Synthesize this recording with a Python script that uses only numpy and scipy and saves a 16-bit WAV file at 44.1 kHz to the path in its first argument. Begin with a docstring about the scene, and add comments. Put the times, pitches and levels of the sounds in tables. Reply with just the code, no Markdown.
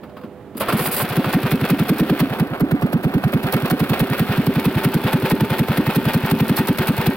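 """Two-stroke kart starting and idling

On an open concrete paddock, a few soft knocks; then the starter bites and grinds, and the engine catches,
firing every third turn of the crank. Each firing is a knock, a metallic snap and a swooping exhaust
thump. The gears tick on the two empty turns, and after a weak firing the slack drive chatters.
For a second the driver's helmet shields the treble. Another engine hums far off."""
import sys
import numpy as np
from scipy import signal
from scipy.fft import rfft, irfft
from scipy.io import wavfile
from scipy.ndimage import uniform_filter1d, minimum_filter1d, map_coordinates

SR = 44100
rng = np.random.default_rng(int(sys.argv[2]) if len(sys.argv) > 2 else 0)


def wav_out(sig):
    """Save sig, one row per channel (or a flat mono array), as 16-bit PCM at SR to the path in sys.argv[1]."""
    wavfile.write(sys.argv[1], SR, np.round(np.clip(np.atleast_2d(sig).T, -1, 1) * 32767).astype(np.int16))


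N = 315756
TIME = np.arange(N) / SR

# the engine's firings, with relative levels: port_opens_s, thump_db, knock_db
FIRINGS = [(0.733, -13.5, -24), (0.801, -21.0, -22.5), (0.87, -23, -23), (0.951, -33, -30),
           (1.022, -19.5, -28.5), (1.104, -21.5, -25), (1.174, -10.5, -23.5), (1.264, -16.5, -29),
           (1.345, -8, -18), (1.437, -15, -28), (1.523, -8.5, -19.0), (1.618, -14.5, -28.5),
           (1.709, -7.5, -19), (1.801, -9.5, -23.5), (1.899, -7, -21.5), (2.004, -7.5, -21),
           (2.104, -7.5, -24.5), (2.207, -7.5, -18.5), (2.306, -20, -32), (2.404, -9.0, -21.0),
           (2.509, -20.5, -34), (2.613, -6, -21), (2.721, -7.5, -22), (2.83, -9, -23.5), (2.939, -7, -22.5),
           (3.048, -9, -23), (3.148, -8.5, -24.5), (3.247, -10, -23.5), (3.342, -9.5, -22.5),
           (3.441, -16, -24.5), (3.542, -11, -16.5), (3.628, -15.5, -29), (3.715, -8, -18.5),
           (3.808, -10, -23.5), (3.904, -11.5, -23.5), (4.008, -7.5, -19.5), (4.106, -14, -30.0),
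           (4.202, -9, -21), (4.293, -13.5, -32), (4.38, -8, -27), (4.473, -6.5, -25),
           (4.564, -10.5, -29.5), (4.66, -6, -20.5), (4.758, -12, -30.5), (4.854, -7, -21.5),
           (4.949, -8.5, -23.5), (5.046, -12.5, -29), (5.138, -8.5, -22.5), (5.231, -14.0, -30.5),
           (5.319, -5.5, -19.5), (5.414, -7.5, -25), (5.509, -12.5, -25.5), (5.599, -7.5, -22),
           (5.692, -12.0, -29), (5.781, -7.5, -22), (5.874, -12.5, -26.5), (5.965, -7.5, -19),
           (6.061, -11.5, -26), (6.149, -8, -21), (6.234, -14.0, -33.5), (6.318, -7, -21.5),
           (6.409, -6.5, -23.5), (6.499, -7, -23), (6.588, -8, -11), (6.691, -7.0, -20.5),
           (6.792, -14, -21.5), (6.888, -8, -19.5), (6.984, -14, -25.5), (7.073, -7, -21.0)]
# broad tone of the engine block and pipe: freq_hz, gain_db
BLOCK_TONE = [(60, -12.5), (150, -3), (280, 0), (450, 2), (700, 1), (1100, -1.5), (1450, -0.5), (2000, -8),
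              (2700, -8.5), (4500, -19), (6500, -36.5), (16000, -21)]
# the silencer's hollow tone: freq_hz, gain_db
SILENCER_TONE = [(50, -41), (120, -18), (215, 3.5), (290, -3), (385, -3), (450, -16), (600, -29.5),
                 (2000, -63)]
# ring of the starter's gear wheel: pitch_hz, width_hz, gain_db
GEAR_MODES = [(597, 92, 5), (1064, 51, 8), (1266, 19, 9.5), (1380, 38, 5), (3100, 83, -11), (4840, 66, 9)]
# the driver comes between engine and listener: time_s, upper_clatter_db, steel_parts_db
DRIVER_SHADOW = [(1.5, 0, -1), (2.2, 0.5, -2), (2.55, -10.5, -9), (3.15, -7, -7), (3.55, -2.5, -2),
                 (4.3, 1.5, 0), (7.1, 1, 0.5)]

CRANK_S = 0.62  # the crank starts to move
WEAK_DB = -11.5  # a thump under this leaves the drive slack; every dB above takes up some slack
HOLD_S = 0.023  # nominal time from the port opening to the thump's release


def undb(db):
    """Decibels to gain."""
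    return 10 ** (np.asarray(db) / 20)


def response(tone, hz):
    """Gain of a (freq_hz, gain_db) tone curve at the given frequencies."""
    freq_hz, gain_db = np.transpose(tone)
    return undb(np.interp(np.log(hz + 1), np.log(freq_hz), gain_db))


def follow(rows, column=1):
    """One column of a control curve at every sample."""
    rows = np.array(rows)
    return np.interp(TIME, rows[:, 0], rows[:, column])


def colour(x, tone, modes=(), size=8192):
    """Ring x through a body with this tone and these modes; white noise keeps its power."""
    hz = np.fft.rfftfreq(size, 1 / SR)
    peaks = sum(undb(db) ** 2 / (1 + (2 * (hz - pitch) / width) ** 2) for pitch, width, db in modes)
    gain = response(tone, hz) * np.sqrt(1 + peaks)
    cepstrum = irfft(np.log(gain / np.sqrt(np.mean(gain ** 2))))
    # minimum phase: the ring follows the blow
    cepstrum[1:size // 2] *= 2
    cepstrum[size // 2 + 1:] = 0
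    return signal.fftconvolve(x, irfft(np.exp(rfft(cepstrum))))[:N]


def stereo(mid, side):
    """Left and right: alike in the bass, unrelated in the treble."""
    # stereo width: freq_hz, side_minus_mid_db
    width = [(30, -5), (70, -12), (140, -14), (350, -16), (700, -19), (1300, -18), (2800, -6), (5500, -1.5),
             (16000, 0)]
    side = irfft(rfft(side) * response(width, np.fft.rfftfreq(N, 1 / SR)), N)
    return np.array([mid + side, mid - side])


def flicker(rate_hz, depth_db):
    """A gain of mean power 1 that wanders at random."""
    knots = rng.standard_normal(N // 8)
    gain = undb(depth_db * np.interp(TIME * rate_hz, np.arange(len(knots)), knots))
    return gain / np.sqrt(np.mean(gain ** 2))


def bursts(times, db, rise_s, fall_s):
    """Power envelope of blows that swell to a peak at the given times and die away."""
    power = np.zeros(N)
    for peak_s, gain in zip(times, undb(db)):
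        near = slice(max(int((peak_s - 10 * rise_s) * SR), 0), int((peak_s + 10 * fall_s) * SR))
        t = TIME[near] - peak_s
        power[near] += (gain * np.exp(np.minimum(t / rise_s, -t / fall_s))) ** 2
    return power


def rush(force, tone):
    """Turbulent air, as strong as force."""
    return stereo(*(colour(force * rng.standard_normal(N), tone) for _ in range(2)))


def rattle(force, tone, modes, rate_hz, spread_db, scatter_s):
    """Random metal contacts, as strong as force, ring one body; the frame scatters each one."""
    contacts = (rng.random(N) < rate_hz / SR) * rng.choice([-1, 1], N)
    contacts = contacts * undb(spread_db * rng.standard_normal(N))
    contacts *= force / np.sqrt(np.mean(contacts ** 2))
    pole = np.exp(-2 / (scatter_s * SR))
    tails = np.sqrt(signal.lfilter([1 - pole], [1, -pole], contacts ** 2 + 1e-18))
    mid = (contacts + tails * rng.standard_normal(N)) / np.sqrt(2)
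    side = tails * rng.standard_normal(N)
    return stereo(colour(mid, tone, modes), colour(side, tone, modes))


def running(fade_s=0.027):
    """Gain of the turning engine: it rises from silence as the crank starts to move."""
    return np.clip((TIME - CRANK_S) / fade_s + 1, 0, 1)


def strokes(turns_per_firing=3):
    """Per firing: the length of a crank turn (s), and how far the thump exceeds a weak one (dB)."""
    port_s, thump_db, _ = np.transpose(FIRINGS)
    gaps = np.diff(port_s)
    return np.append(gaps, np.median(gaps)) / turns_per_firing, np.maximum(thump_db - WEAK_DB, 0)


def paddock(air_db=-41, waver=0.00635):
    """Open-air rumble and another engine running steadily in the distance."""
    # tone of the open air: freq_hz, gain_db
    air_tone = [(18, -45), (30, -45), (75, -2), (303, -1.5), (600, -9), (666, -9), (2980, -31),
                (5900, -46.5), (16000, -44)]
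    # partials of the distant engine: pitch_hz, level_db
    far_engine = [(205, -48), (297, -58), (398, -50), (500, -50.5), (598, -52), (834, -60.5)]
    speed = 1 + waver * (flicker(rate_hz=9, depth_db=6) - 1)
    clock = 2 * np.pi * np.cumsum(speed) / SR
    hum = sum(np.sqrt(2) * undb(db) * flicker(rate_hz=14, depth_db=-3.5) * np.sin(hz * clock)
              for hz, db in far_engine)
    return hum + rush(undb(air_db), air_tone)


def knocks(metal_gain_db=-6, boom_gain_db=-4):
    """Single blows that ring the metal and boom in the hollow parts."""
    # knocks on the frame, then the starter's clacks: start_s, metal_db, boom_db
    blows = [(0.033, -29, -31), (0.095, -38, -30), (0.168, -27.5, -41), (0.212, -34.5, -40),
             (0.236, -32, -21.5), (0.548, -33, -22), (0.574, -25.5, -34), (0.607, -6, -21.5),
             (0.686, -4.5, -40), (0.724, -12.5, -8.5), (0.796, -24, -27), (0.857, -14.5, -36), (1, -8, -30),
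             (1.243, -10.5, -29)]
    start_s, metal_db, boom_db = np.transpose(blows)
    strike = bursts(start_s + 0.00081, metal_db + metal_gain_db, rise_s=0.0018, fall_s=0.015)
    boom = bursts(start_s + 0.0032, boom_db + boom_gain_db, rise_s=0.0025, fall_s=0.014)
    metal = rattle(np.sqrt(strike), BLOCK_TONE, GEAR_MODES, rate_hz=4000, spread_db=1.5, scatter_s=0.0022)
    return metal + rush(np.sqrt(boom), SILENCER_TONE)


def starter(gain_db=3, bite_s=0.0021, release_s=0.0097):
    """The pinion's teeth bite, scrape and slip on the ring gear."""
    # the pinion's scrapes: start_s, length_s, level_db
    scrapes = [(0.571, 0.0073, -35.5), (0.602, 0.011, -27.5), (0.686, 0.0054, -27), (0.73, 0.005, -28),
               (0.769, 0.095, -32), (0.863, 0.012, -26), (0.915, 0.11, -27)]
    # tone of the scraping teeth: freq_hz, gain_db
    teeth_tone = [(500, -30), (2000, 0), (4800, -6), (6400, -13.5), (8600, -1), (11500, 5), (16000, 2.5)]
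    force = np.zeros(N)
    for start_s, length_s, level_db in scrapes:
        edges = np.minimum((TIME - start_s) / bite_s, (start_s + length_s - TIME) / release_s)
        force += undb(level_db + gain_db) * np.exp(np.minimum(edges, 0))
    return rattle(force, teeth_tone, GEAR_MODES, rate_hz=1600, spread_db=1, scatter_s=0.0026)


def piston_and_gears(snap_db=-24, hardness=1.37, taut_per_db=1.2, sizzle_db=-50, jitter_s=0.0022):
    """The piston slaps harder with a harder knock; clutch and gears tick on the two empty turns."""
    # tone of the small steel parts: freq_hz, gain_db
    steel_tone = [(1500, -26), (4000, 3), (5200, -1), (6800, -10), (8000, -5.5), (8900, 0), (9900, -5.5),
                  (11500, 6.5), (16000, 2)]
    # their ring: pitch_hz, width_hz, gain_db
    steel_modes = [(4230, 48, 5), (5370, 44, -2), (7030, 100, -0.5), (8750, 24, 6.5), (9250, 51, 2.9),
                   (10900, 72, 0), (13200, 79, 1), (15200, 120, 4)]
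    port_s, _, knock_db = np.transpose(FIRINGS)
    turn_s, excess_db = strokes()
    loose_s = port_s + jitter_s * rng.standard_normal((len(port_s), 3)).T
    luck_db = rng.uniform(-5, 5, (len(port_s), 3)).T
    slap_db = snap_db + hardness * (knock_db - np.median(knock_db))
    tick_db = -34 - taut_per_db * excess_db
    power = bursts(port_s - 0.0069, slap_db, rise_s=0.0007, fall_s=0.006)
    # a softer snap just ahead of the slap, then one tick for each empty turn
    power += bursts(loose_s[0] - 0.015, slap_db - 7 + luck_db[0], rise_s=0.0018, fall_s=0.0051)
    power += bursts(loose_s[1] + turn_s, tick_db + luck_db[1], rise_s=0.001, fall_s=0.007)
    power += bursts(loose_s[2] + 2 * turn_s, -39 + luck_db[2], rise_s=0.001, fall_s=0.006)
    power += (undb(sizzle_db) * running()) ** 2
    force = np.sqrt(power) * undb(follow(DRIVER_SHADOW, 2))
    return rattle(force, steel_tone, steel_modes, rate_hz=2600, spread_db=2.5, scatter_s=0.0009)


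def driver_shadow(sound, split_hz=1900, low_share=0.19, treble_db=1.5):
    """The driver shadows the upper clatter; most of the lower bends round."""
    low = signal.sosfiltfilt(signal.butter(2, split_hz, fs=SR, output="sos"), sound)
    shadow_db = follow(DRIVER_SHADOW, 1)
    return low * undb(low_share * shadow_db) + (sound - low) * undb(shadow_db + treble_db)


def block(knock_gain_db=4, chatter_db=-20.5, taut_per_db=4, clatter_db=-30.5, cranking_db=3):
    """Combustion knocks the block before the port opens; after a weak firing the slack drive chatters."""
    # ring of the block and pipe: pitch_hz, width_hz, gain_db
    block_modes = [(387.2, 12, 9), (521, 30, 3), (1200, 16, -14), (1546, 8.4, 4), (1854, 16, 6),
                   (2078, 25, 2.5), (2222, 20, 5.5), (2442, 40, 3), (2586, 28, 5), (3443, 61, 4),
                   (4340, 140, -17)]
    # the pipe shell's strongest ring, from beside the kart and from behind: pitch_hz, width_hz, gain_db
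    ring_beside = [(739, 24.4, 6.1)]
    ring_behind = [(886, 31, 8.2)]
    port_s, _, knock_db = np.transpose(FIRINGS)
    turn_s, excess_db = strokes()
    speed = np.clip((TIME - CRANK_S) / 0.79, 0, 1)  # the drive spins up
    knock = bursts(port_s - 0.008, knock_db + knock_gain_db, rise_s=0.005, fall_s=0.013)
    chatter = bursts(port_s + 0.8 * turn_s, chatter_db - taut_per_db * excess_db,
                     rise_s=0.008, fall_s=0.034)
    clatter = (undb(clatter_db + cranking_db * (1 - speed)) * running()) ** 2
    power = knock + chatter * speed ** 2 + clatter
    behind = np.interp(TIME, [4.3, 4.8], [0, 1])  # the listener steps round to the tail
    return sum(rattle(np.sqrt(power * share), BLOCK_TONE, block_modes + ring,
                      rate_hz=1500, spread_db=3, scatter_s=0.0047)
               for share, ring in [(1 - behind, ring_beside), (behind, ring_behind)])


def pipe_ring(t, settled, swell_s=0.0068, decay_s=0.038, spread_db=2.5, detune=0.025):
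    """The pipe rings on after the port shuts, struck a little differently by every firing."""
    # the pipe's modes, relative to the thump: pitch_hz, cold_db, settled_db
    pipe_modes = [(283.2, -16.5, -32), (387.5, -24.5, -16)]
    after = np.maximum(t - HOLD_S, 0)
    ring = np.zeros(len(t))
    for hz, cold_db, settled_db in pipe_modes:
        force, heat = rng.standard_normal(2)
        gain = undb(cold_db + settled * (settled_db - cold_db) + spread_db * force)
        ring += gain * np.sin(2 * np.pi * hz * (1 + detune * heat) * after)
    return ring * (1 - np.exp(-after / swell_s)) * np.exp(-after / decay_s)


def gas_swoop(t, settled, vigour, open_hz=415, bottom_s=0.01152, sink_s=0.01547, rise_s=0.01208):
    """Base pitch and envelope of the gas: it sinks as the piston opens the port, rises as it closes."""
    # as the idle settles, the swing gets shorter and lower
    age = t / np.interp(settled, [0, 1], [1.099, 0.9])
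    bottom_hz = np.interp(settled, [0, 1], [126.9, 113.5])
    closed_hz = np.interp(settled, [0, 1], [276, 251.3])
    # a weak firing starts from a lower note
    sink = (0.4 + 0.6 * vigour) * np.clip((bottom_s - age) / sink_s, 0, 1) ** 2.65
    rise = 1 - np.exp(-(np.maximum(age - bottom_s, 0) / rise_s) ** 1.5)
    hz = bottom_hz + (open_hz - bottom_hz) * sink + (closed_hz - bottom_hz) * rise
    attack = np.exp(np.minimum(age - 0.0049, 0) / 0.0054)
    release = np.exp(-np.maximum(age - HOLD_S, 0) / 0.0072)
    return hz, attack * release


def exhaust(gain_db=1, settling_s=(2.91, 4.9), detune=0.05, pitch_per_db=0.0364, muffle_hz=470):
    """Each firing sets the gas in the cylinder and pipe swinging: a swooping thump."""
    port_s, thump_db, _ = np.transpose(FIRINGS)
    t = np.arange(int(-0.016 * SR), int(0.08 * SR)) / SR  # zero as the port opens
    fades = signal.windows.tukey(len(t), 0.1)
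    thumps = np.zeros(N + len(t))
    for start_s, db, (heat, skew, edge) in zip(port_s, thump_db, rng.standard_normal((len(port_s), 3))):
        settled = np.interp(start_s, settling_s, [0, 1])
        vigour = np.interp(db, [WEAK_DB, thump_db.max()], [0, 1])
        hz, envelope = gas_swoop(t, settled, vigour)
        # a stronger firing leaves hotter gas, which rings higher
        hz *= 1 + detune * heat + pitch_per_db * max(db - WEAK_DB, 0)
        phase = 2 * np.pi * np.cumsum(hz) / SR
        phase -= np.interp(0, t, phase)
        # the silencer muffles the overtone as the pitch climbs
        overtone = undb(-9 + 3 * edge) / (1 + (2 * hz / muffle_hz) ** 4)
        swing = np.sin(phase) + overtone * np.sin(2 * phase + skew)
        i = int((start_s + t[0]) * SR)
        thumps[i:i + len(t)] -= undb(db + gain_db) * fades * (envelope * swing + pipe_ring(t, settled))
    return thumps[:N]


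def silencer(puff_db=-16, ring_db=-22, drone_db=-39):
    """Gas puffs out with each thump, and the silencer rings on over a low drone."""
    # rumble of escaping gas: freq_hz, gain_db
    puff_tone = [(15, -3), (35, -32), (70, 9), (150, 20), (500, -57), (2000, -79)]
    port_s, thump_db, _ = np.transpose(FIRINGS)
    puff = bursts(port_s + 0.0029, thump_db + puff_db, rise_s=0.0054, fall_s=0.017)
    ring = bursts(port_s + 0.036, thump_db + ring_db, rise_s=0.03, fall_s=0.083)
    drone = (undb(drone_db) * running()) ** 2
    return rush(np.sqrt(puff), puff_tone) + rush(np.sqrt(ring + drone), SILENCER_TONE)


def scene(metal_pan_db=-1.5, paddock_pan_db=-6):
    """The kart close by, a little to the right, over the paddock's distant hum."""
    # the engine as the listener's head turns: time_s, left_minus_right_db, right_delay_s
    head_turn = [(1.4, -.6, .00001), (2.2, -1, .00007), (2.8, -2.9, .00016), (3.8, -1.9, .00009),
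                 (4.8, -.6, .00003), (7.1, -.2, .00005)]
    sides = np.array([[0.5], [-0.5]])
    engine = driver_shadow(block()) + exhaust() + silencer()
    left, right = engine * undb(sides * follow(head_turn, 1))
    right = map_coordinates(right, [(TIME - follow(head_turn, 2)) * SR], mode="nearest")
    metal = (piston_and_gears() + starter() + knocks()) * undb(sides * metal_pan_db)
    return np.array([left, right]) + metal + paddock() * undb(sides * paddock_pan_db)


def record(dry, ceiling=0.44, hold_s=0.0033, top_hz=16000):
    """A limiter ducks the loudest swings, and the top is cut."""
    span = int(hold_s * SR)
    gain = np.minimum(1, ceiling / (np.abs(dry).max(axis=0) + 1e-9))
    limited = dry * uniform_filter1d(minimum_filter1d(gain, span), span)
    return signal.sosfilt(signal.ellip(10, 0.2, 80, top_hz, fs=SR, output="sos"), limited)


dry = scene()
out = record(dry)
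wav_out(out)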